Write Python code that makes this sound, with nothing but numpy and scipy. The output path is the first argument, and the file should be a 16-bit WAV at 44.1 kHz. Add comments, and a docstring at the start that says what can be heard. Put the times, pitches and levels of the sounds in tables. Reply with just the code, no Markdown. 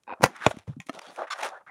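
"""A cardboard box is torn open on a table, close to the microphone in a small, dry room.
First the strained lid creaks. At 0.2 s it rips along its perforation and snaps free, then it
slaps back at 0.46 s and the box bumps on the table. From 0.8 s fingers flick and knock the foil
packs inside, which click, squeak and slide against each other and the card walls.
At 1.3 s one pack chatters as it is wedged in, and a few more scrapes end the scene."""
import sys
import numpy as np
from scipy import signal
from scipy.fft import rfft, irfft
from scipy.io import wavfile
from scipy.ndimage import uniform_filter1d

SR = 44100
rng = np.random.default_rng(int(sys.argv[2]) if len(sys.argv) > 2 else 0)


def master_out(mix):
    """Clip the mix to full scale and print it as 16-bit PCM to the path in sys.argv[1]."""
    frames = np.transpose(np.atleast_2d(mix))
    ceiling = np.clip(frames, -1, 1)
    pcm = np.round(ceiling * 32767).astype(np.int16)
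    wavfile.write(sys.argv[1], SR, pcm)


N = 74970
T = np.arange(N) / SR


def amp(db):
    """Turn decibels into a gain."""
    return 10 ** (np.asarray(db) / 20)


def unit(x):
    """Scale to an average strength (rms) of 1."""
    return x / np.sqrt(np.mean(x ** 2) + 1e-20)


def colour(x, points):
    """Shape the tone along a curve of (f/Hz, level/dB) points; white noise keeps its power."""
    hz, db = np.array(points).T
    size = 2 * N
    curve_db = np.interp(np.log(np.fft.rfftfreq(size, 1 / SR) + 1), np.log(hz), db)
    cepstrum = irfft(np.log(unit(amp(curve_db))))
    # fold the filter so that it never sounds ahead of a click
    cepstrum[1:N] *= 2
    cepstrum[N + 1:] = 0
    return irfft(rfft(x, size) * np.exp(rfft(cepstrum)))[:N]


def cut(x, hz, kind, order=2):
    """Keep the "low" or the "high" side of a frequency."""
    return signal.sosfilt(signal.butter(order, min(hz, SR / 2 - 1), kind, fs=SR, output="sos"), x + 1e-18)


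def late(x, start_s):
    """The same sound, starting later."""
    return np.concatenate([np.zeros(max(int(start_s * SR), 0)), x])[:N]


def grains(per_s, scatter_db):
    """Tiny clicks at random moments and of uneven size."""
    size = amp(scatter_db * np.clip(rng.standard_normal(N), -2, 2)) * rng.choice([-1, 1], N)
    return unit(size * (rng.random(N) < per_s / SR))


def ring(tones):
    """A struck panel rings: tones of alternating sign, each dying by 60 dB in its fade time."""
    return sum((-1) ** k * amp(db) * np.sin(2 * np.pi * hz * T) * np.exp(-np.log(1000) * T / fade_s)
               for k, (hz, db, fade_s) in enumerate(tones))


def burst(points, decay_s):
    """A brief crush of noise with a sharp start."""
    return colour(rng.choice([-1., 1.], N) * np.exp(-T / decay_s), points)


def swell(length_s):
    """One smooth rise and fall."""
    return np.sin(np.pi * np.minimum(T / length_s, 1))


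# tone of the background hiss: f/Hz, level/dB
HISS_TONE = [(30, -4.5), (100, 0.5), (400, -2), (1200, -9.5), (4000, -19.5), (10000, -16.5), (15500, -32.5)]

def hiss():
    """A faint, steady noise lies under everything."""
    return amp(-77) * colour(rng.standard_normal(N), HISS_TONE)


# tone of the room's echo: f/Hz, level/dB
ROOM_TONE = [(60, -26.5), (300, -3), (600, 0.5), (1500, -5), (7000, -0.5), (15000, -8.5)]

def room_echo(direct, fade_s=0.16, delay_s=0.006, level_db=-23.5):
    """The nearby walls send back a short, soft echo."""
    reflections = rng.standard_normal(N) * np.exp(-np.log(1000) * T / fade_s)
    tail = late(colour(reflections, ROOM_TONE), delay_s)
    return amp(level_db) * signal.fftconvolve(direct, unit(tail) / np.sqrt(N))[:N]


# the foil crinkles: t/s, length/s, level/dB
CRINKLES = [(0.473, 0.058, -53.5), (0.861, 0.017, -59.5), (1.106, 0.096, -65), (1.363, 0.05, -59),
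            (1.432, 0.041, -49)]
# tone of its creases: f/Hz, level/dB
CREASE_TONE = [(2000, -16), (6000, -3), (7800, -1.5), (9500, 3), (11000, -6), (12500, -11), (15500, -19)]

def foil_crinkles():
    """Thin foil gives under the fingers in swells of tiny, bright creases."""
    out = np.zeros(N)
    for start, length, db in CRINKLES:
        creases = grains(per_s=4700, scatter_db=5) * swell(length)
        out += late(amp(db) * colour(creases, CREASE_TONE), start)
    return out


# the foil squeaks: t/s, length/s, f/Hz, level/dB
SQUEAKS = [(1.014, .016, 4750, -53), (1.04, .055, 3300, -56), (1.07, .04, 4450, -56)]

def foil_squeaks(wander=0.035):
    """Foil rubbing on foil sings briefly at an unsteady pitch."""
    out = np.zeros(N)
    for start, length, hz, db in SQUEAKS:
        wobble = unit(cut(rng.standard_normal(N), 600, "low"))
        phase = 2 * np.pi * np.cumsum(hz * (1 + wander * wobble)) / SR
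        out += late(amp(db) * np.sin(phase) * swell(length), start)
    return out


# a card edge drags: t/s, length/s, first f/Hz, last f/Hz, width/Hz, level/dB
DRAGS = [(.512, 0.0079, 1553, 1450, 200, -30.5), (1.504, 0.092, 1185, 1689, 376, -47.5),
         (1.51, 0.055, 699, 898, 353, -47), (1.668, 0.051, 1737, 2170, 450, -51),
         (1.687, .026, 860, 900, 252, -48.5)]

def card_drags():
    """Rubbing makes a narrow band of noise whose pitch glides as the card moves."""
    out = np.zeros(N)
    for start, length, from_hz, to_hz, width_hz, db in DRAGS:
        pitch = from_hz + (to_hz - from_hz) * np.minimum(T / length, 1)
        phase = 2 * np.pi * np.cumsum(pitch) / SR
        rough = [unit(cut(rng.standard_normal(N), width_hz / 2, "low", order=3)) for _ in range(2)]
        band = rough[0] * np.cos(phase) + rough[1] * np.sin(phase)
        out += late(amp(db) * band * swell(length), start)
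    return out


# ringing of the tight pack: f/Hz, level/dB, fade/s
PACK_RING = [(976, -5, 0.017), (1184, 3, 0.031), (1504, -2, 0.023), (2150, -4, 0.013), (2610, -14.5, 0.013),
             (3450, -3.5, 0.015), (4280, -6, 0.011), (5410, -9, 0.022), (6100, -19, 0.011),
             (6980, -11.5, .013)]

def wedged_pack(start_s=1.302, length_s=0.033, edge_s=0.0035, level_db=-30):
    """Fast, uneven slips make one pack chatter as it is wedged in."""
    press = np.clip(np.minimum(T, length_s + edge_s - T) / edge_s, 0, 1)
    stall = 1 - np.exp(-((T - 0.012) / 0.0022) ** 2)  # it sticks once, 12 ms in
    slips = grains(per_s=2500, scatter_db=1.5) * press * stall
    pack = unit(cut(ring(PACK_RING), PACK_RING[0][0], "high")) / np.sqrt(N)
    return late(amp(level_db) * signal.fftconvolve(slips, pack)[:N], start_s)


# card and packs slide: t/s, length/s, rise/s, fall/s, hum level/dB, low f/Hz, high f/Hz, scratch level/dB
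SLIDES = [(0.141, 0.053, .004, 0.015, -57.5, 590, 1230, -89),
          (0.27, 0.25, 0.0091, 0.025, -53.5, 867, 2120, -65.5),
          (0.278, 0.034, 0.0046, 0.038, -55.5, 173.7, 450, -81),
          (0.384, 0.036, 0.024, 0.013, -58, 152, 586, -78),
          (0.34, 0.059, 0.014, 0.01, -48, 1150, 2000, -62),
          (0.399, 0.085, 0.02, 0.0045, -36.5, 1150, 1950, -51),
          (0.425, 0.046, 0.062, 0.0039, -35, 300, 2470, -38.5),
          (0.469, 0.026, 0.0028, 0.022, -46.5, 397, 1390, -53),
          (0.506, 0.012, 0.0032, 0.0024, -41.5, 510, 1660, -46.5),
          (0.517, 0.082, .005, 0.025, -59, 398, 2290, -64),
          (0.668, 0.046, 0.0047, 0.028, -59, 343.5, 1300, -69.5),
          (.727, 0.0088, 0.0036, 0.0035, -59.5, 1253, 1500, -80),
          (0.912, 0.044, 0.043, 0.0069, -50, 397, 1350, -53.5),
          (0.921, 0.054, 0.025, 0.012, -53.5, 160, 496, -86),
          (0.946, 0.051, 0.0023, 0.0039, -46, 380, 1140, -61),
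          (1.001, 0.11, 0.018, 0.028, -50.5, 520, 1390, -57),
          (1.071, 0.046, 0.0088, 0.015, -52.5, 196, 756, -83),
          (1.13, 0.026, 0.021, 0.0087, -54, 540, 1700, -65),
          (1.164, 0.013, 0.0012, 0.0083, -49.5, 490, 1510, -59.5),
          (1.173, 0.047, 0.012, 0.021, -33, 430, 1250, -58),
          (1.228, 0.013, 0.0032, 0.0093, -39.5, 617, 2000, -62),
          (1.267, 0.013, 0.0059, 0.011, -42.5, 1050, 2120, -62),
          (1.301, 0.036, 0.006, 0.0027, -38.5, 920, 1850, -41.5),
          (1.337, 0.057, 0.0028, 0.0049, -44, 620, 1740, -57.5),
          (1.38, 0.038, 0.013, 0.0051, -37, 550, 1890, -50.5),
          (1.42, 0.046, 0.0071, 0.018, -30.5, 467, 1480, -41),
          (1.496, 0.072, 0.015, 0.025, -46.5, 533, 1314, -69.5),
          (1.608, 0.0052, 0.0022, 0.0083, -50.5, 700, 1400, -86.5),
          (1.663, 0.032, .003, .009, -52.5, 1150, 1700, -75),
          (1.664, 0.03, 0.0053, 0.0092, -65.5, 79.7, 804, -77)]
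# comb-like colour the nearby table lends the rubbing: f/Hz, level/dB
HOLLOW_TONE = [(300, 2), (450, -2.5), (560, 4), (660, 2.5), (830, 2), (980, -2.5), (1200, -1), (1330, 0.5),
               (1520, -1), (1800, -1.5), (2150, -3.5), (3000, -4)]
# tone of scratching foil: f/Hz, level/dB
SCRATCH_TONE = [(200, -47), (600, -23), (1800, -2.5), (2600, 3), (3000, 1), (3600, 3.5), (4700, -6),
                (5600, -4), (7100, -8), (7900, -13.5), (9500, -8.5), (11500, -19), (12500, -26.5),
                (15500, -31)]

def slides(judder_db=2, judder_s=0.0032):
    """Surfaces catch and let go in a shaky stream: the card hums, the foil scratches above it."""
    out = np.zeros(N)
    for start, length, rise, fall, hum_db, low_hz, high_hz, scratch_db in SLIDES:
        judder = unit(uniform_filter1d(rng.standard_normal(N), int(judder_s * SR)))
        catches = unit(grains(per_s=4000, scatter_db=4.5) * amp(judder_db * judder))
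        hum = cut(colour(catches, HOLLOW_TONE), low_hz, "high", order=4)
        hum = unit(cut(hum, high_hz, "low", order=5))
        scratch = colour(catches, SCRATCH_TONE)
        pressure = np.minimum(T / rise, 1) * np.exp(-np.maximum(T - length, 0) / fall)
        out += late(pressure * (amp(hum_db) * hum + amp(scratch_db) * scratch), start)
    return out


# the packs click and fingers tap them: t/s, level/dB, lowest f/Hz, decay/s
CLICKS = [(.035, -48, 2470, 0.0019), (0.364, -30, 1840, 0.0018), (.511, -33, 695, 0.0036),
          (0.567, -41, 1190, 0.0034), (.587, -38.5, 1180, 0.0042), (.678, -49, 505, 0.0089),
          (0.8017, -35, 1760, 0.0036), (0.815, -50, 1690, 0.014), (0.867, -44.5, 2410, 0.011),
          (0.887, -41, 700, 0.0081), (0.8942, -26, 1100, 0.00081), (.8958, -30.5, 895, 0.0008),
          (.901, -31, 3500, 0.00083), (0.9306, -42, 1800, 0.001), (0.95, -33.5, 1500, 0.00068),
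          (0.9894, -30, 1510, 0.0014), (.9926, -26.5, 716, 0.0014), (1.0169, -38, 720, 0.0026),
          (1.1119, -49, 2190, .0015), (1.1614, -34.5, 503, 0.0018), (1.387, -31.5, 700, 0.002),
          (1.4057, -32, 1500, .003), (1.4114, -26.5, 900, .002), (1.4309, -19, 900, 0.00079),
          (1.434, -16.5, 600, 0.00049), (1.4445, -25.5, 700, 0.0014), (1.4498, -19, 800, 0.00044),
          (1.4625, -31, 700, 0.0011), (1.4665, -29, 1000, .0015), (1.4887, -28.5, 1000, 0.00084)]
# tone of buckling foil: f/Hz, level/dB
FOIL_TONE = [(300, 8.5), (1000, 11), (1500, -0.5), (2350, 3.5), (3000, -4.5), (3600, -4.5), (4600, -12.5),
             (6300, -4.5), (7100, -13), (7900, -15), (9800, -11), (12500, -25.5), (15500, -30.5)]

def foil_clicks():
    """Foil buckles in single clicks, and fingertips tap the packs the same way; smaller creases sound thinner."""
    return sum(late(cut(amp(db) * burst(FOIL_TONE, decay_s), low_hz, "high"), start)
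               for start, db, low_hz, decay_s in CLICKS)


# a pack is flicked: t/s, level/dB
FLICKS = [(.8012, -39), (.816, -51.5), (0.8678, -58)]
# ringing of its wrapper: f/Hz, level/dB, fade/s
WRAPPER_RING = [(794, -7, 0.047), (1050, -12.5, 0.12), (1906, -0.5, 0.036), (2220, 3, 0.021),
                (2500, 4, 0.022), (3280, -10, 0.043), (7030, -5.5, 0.029)]

def pack_flicks():
    """A finger flicks a pack and its stiff wrapper rings."""
    return sum(late(amp(db) * ring(WRAPPER_RING), start) for start, db in FLICKS)


# low thuds as the lid tears, and as box and hand bump the table: t/s, f/Hz, level/dB, time to peak/s
BUMPS = [(0.199, 202, -39, 0.0029), (0.2096, 760, -24, 0.00037), (.209, 322, -33.5, 0.0023),
         (0.23, 182, -19, 0.0036), (0.236, 440, -14, 0.00083), (0.2456, 290, -20.5, 0.00078),
         (0.256, 202, -27, 0.0023), (0.28, 223, -40.5, 0.0037), (.4695, 270, -15.5, 0.00088),
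         (.4865, 560, -31, 0.0018), (0.491, 85, -43, 0.0058), (.511, 671, -27, 0.0021),
         (0.541, 230, -40, 0.003), (0.57, 229, -30.5, 0.0015), (.585, 95, -53, 0.0074),
         (0.676, 474, -42, 0.0028), (0.677, 118.3, -30, 0.0062), (.689, 145.7, -26.5, 0.0073),
         (0.7, 194, -34.5, 0.0018), (.724, 110.4, -45, 0.008), (0.765, 154, -40, 0.011),
         (0.766, 245, -34.5, 0.004), (.794, 162.2, -35, 0.0039), (.864, 276, -53.5, 0.0033)]

def table_bumps():
    """Each soft contact gives a few slow swings, heard as a dull thud."""
    out = np.zeros(N)
    for start, hz, db, peak_s in BUMPS:
        push = T / peak_s * np.exp(1 - T / peak_s)
        out += late(-amp(db) * np.sin(2 * np.pi * hz * T) * push, start)
    return out


# tone of the crack that starts a hit: f/Hz, level/dB
CRACK_TONE = [(100, -30), (500, 11), (1200, 6), (2500, -2), (4200, -15.5), (7000, -13), (8200, -15),
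              (10500, -27), (15500, -44)]

def hit(tones, ring_db, crack_db, build_s):
    """A crack, then a short hollow ring that builds as the surface is pushed in."""
    ringing = ring(tones) * (1 - np.exp(-T / build_s))
    return amp(ring_db) * ringing + amp(crack_db) * burst(CRACK_TONE, decay_s=0.0038)


# ringing of the stack of packs: f/Hz, level/dB, fade/s
STACK_RING = [(143, -25, 0.019), (274, -0.5, 0.039), (651, -1.5, 0.027), (1024, -7.5, 0.023),
              (1265, 2, 0.021), (1787, -7.5, 0.022), (2156, -12, 0.023), (2774, -9.5, 0.018),
              (3200, -5, 0.013), (4200, -16, 0.022)]

def finger_knock():
    """Fingers knock on the stack of packs and set it ringing; their quick further contacts sound among the
    clicks."""
    return late(hit(STACK_RING, ring_db=-21, crack_db=-34.5, build_s=0.0016), start_s=0.8942)


# ringing of the box: f/Hz, level/dB, fade/s
BOX_RING = [(113.6, -6, 0.057), (268.5, -0.5, 0.041), (441, -1.5, 0.037), (611, 1.5, 0.027),
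            (893, -1.5, 0.017), (1128, 4.5, 0.02), (1512, -8, 0.0358), (2040, -7, 0.024),
            (2443, -3.5, 0.021), (3423, -6.5, 0.015), (3760, -10.5, 0.012), (5710, -14.5, 0.018),
            (6980, -14, 0.021)]

def lid_slap():
    """The lid slaps back and sets the box ringing."""
    return late(hit(BOX_RING, ring_db=-9.5, crack_db=-9, build_s=0.00093), start_s=0.4638)


# the lid slips in jerks: t/s, level/dB, f/Hz, build-up/s
SLIPS = [(0.0686, -42.5, 950, 0.0015), (.077, -27.5, 860, 0.0017), (0.0853, -23, 835, 0.0026),
         (0.094, -29, 990, 0.00026), (0.1034, -28.5, 940, 0.00042), (0.1136, -27.5, 960, 0.00026),
         (.122, -27.5, 810, 0.00069), (0.1254, -28, 693, 0.000092), (.135, -27.5, 965, 0.00024)]
# other tones of the bending lid: f/Hz, level/dB, fade/s
BEND_RING = [(240, -21.5, 0.035), (543, -10.5, 0.032), (1562, -11.5, .018), (1900, -15, 0.013),
             (2494, -9.5, 0.016), (3770, -27, 0.014), (4420, -33.5, .014), (5110, -37.5, .014)]

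def lid_creak(fade_s=0.028, shudder_s=0.0048, shudder_db=-22):
    """The strained lid sticks and slips; each slip shudders and rings the card at its own pitch."""
    out = np.zeros(N)
    for start, db, hz, build_s in SLIPS:
        push = amp(shudder_db) * grains(per_s=830, scatter_db=1.8) * np.exp(-T / shudder_s)
        push[0] += 1  # the jerk itself
        card = ring([(hz, 0, fade_s)] + BEND_RING) * (1 - np.exp(-T / build_s))
        out += late(amp(db) * signal.fftconvolve(push, card)[:N], start)
    return cut(out, 5200, "low", order=4)


# loudness of the rip as it runs: t/s, level/dB
RIP_LEVELS = [(0.201, -69), (0.211, -56), (0.219, -51), (0.221, -33.5), (0.227, -41), (0.232, -20.5),
              (.238, -22), (.239, -13), (0.244, -21.5), (0.248, -30.5), (.262, -26.5), (0.267, -39),
              (0.279, -51.5), (.3, -75)]
# tone of snapping fibres: f/Hz, level/dB
FIBRE_TONE = [(50, -35.5), (125, -10), (165, -8.5), (240, -6), (370, -12), (470, -4.5), (525, 2),
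              (590, -11.5), (690, -13.5), (790, -4), (1050, 0), (1200, -5), (1380, -7), (1650, -11),
              (2300, -6.5), (3800, -23.5), (4700, -19), (7000, -18.5), (7800, -26), (10000, -24),
              (15500, -39)]

def lid_rip():
    """The perforation gives way as fibres snap in a dense run."""
    times, db = np.array(RIP_LEVELS).T
    effort = amp(np.interp(T, times, db)) * (T > times[0]) * (T < times[-1])
    return colour(grains(per_s=3200, scatter_db=5) * effort, FIBRE_TONE)


# the last tabs snap: t/s, ring level/dB, crack level/dB
SNAPS = [(.2212, -37.5, -31.5), (.2315, -23, -21), (.2345, -35, -18.5), (.2391, -13, -4.5),
         (.2458, -29, -17), (.2572, -29, -25.5), (.261, -30, -27.5)]
# tone of a breaking tab: f/Hz, level/dB
SNAP_TONE = [(100, -12), (600, 3), (1200, 1.5), (3500, -15), (7000, -11), (7700, -30.5), (8600, -19),
             (10000, -14), (15500, -26.5)]
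# ringing of the freed lid: f/Hz, level/dB, fade/s
LID_RING = [(140, -3, .045), (270, -11, .035), (524, -1, .05), (820, -1, .02), (1050, -3, .03),
            (1384, -9, .06), (1564, -14, .065), (1771, -15, .07), (1961, -12, .07), (2360, -9, .03),
            (4630, -17, .03), (5122, -21, .03), (7000, -20, .03)]

def tab_snaps():
    """Each tab breaks with a crack and rings the lid as it comes free."""
    lid = ring(LID_RING)
    return sum(late(amp(ring_db) * lid + amp(crack_db) * burst(SNAP_TONE, decay_s=0.0015), start)
               for start, ring_db, crack_db in SNAPS)


def scene():
    """The box and its packs, the room's echo and the hiss, in one channel."""
    lid = lid_creak() + lid_rip() + tab_snaps() + lid_slap()
    taps = finger_knock() + pack_flicks() + table_bumps() + foil_clicks()
    rubbing = slides() + card_drags() + foil_squeaks() + foil_crinkles() + wedged_pack()
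    direct = lid + taps + rubbing
    return (direct + room_echo(direct) + hiss())[None]


def record(dry, ceiling=1.6, bass_hz=65, top_hz=15900):
    """The microphone rounds the highest peaks, thins the deep bass and cuts the top treble."""
    rounded = ceiling * np.tanh(dry / ceiling)
    thinned = cut(rounded, bass_hz, "high", order=3)
    return signal.sosfilt(signal.ellip(10, .2, 80, top_hz, fs=SR, output="sos"), thinned)


dry = scene()
out = record(dry)
master_out(out)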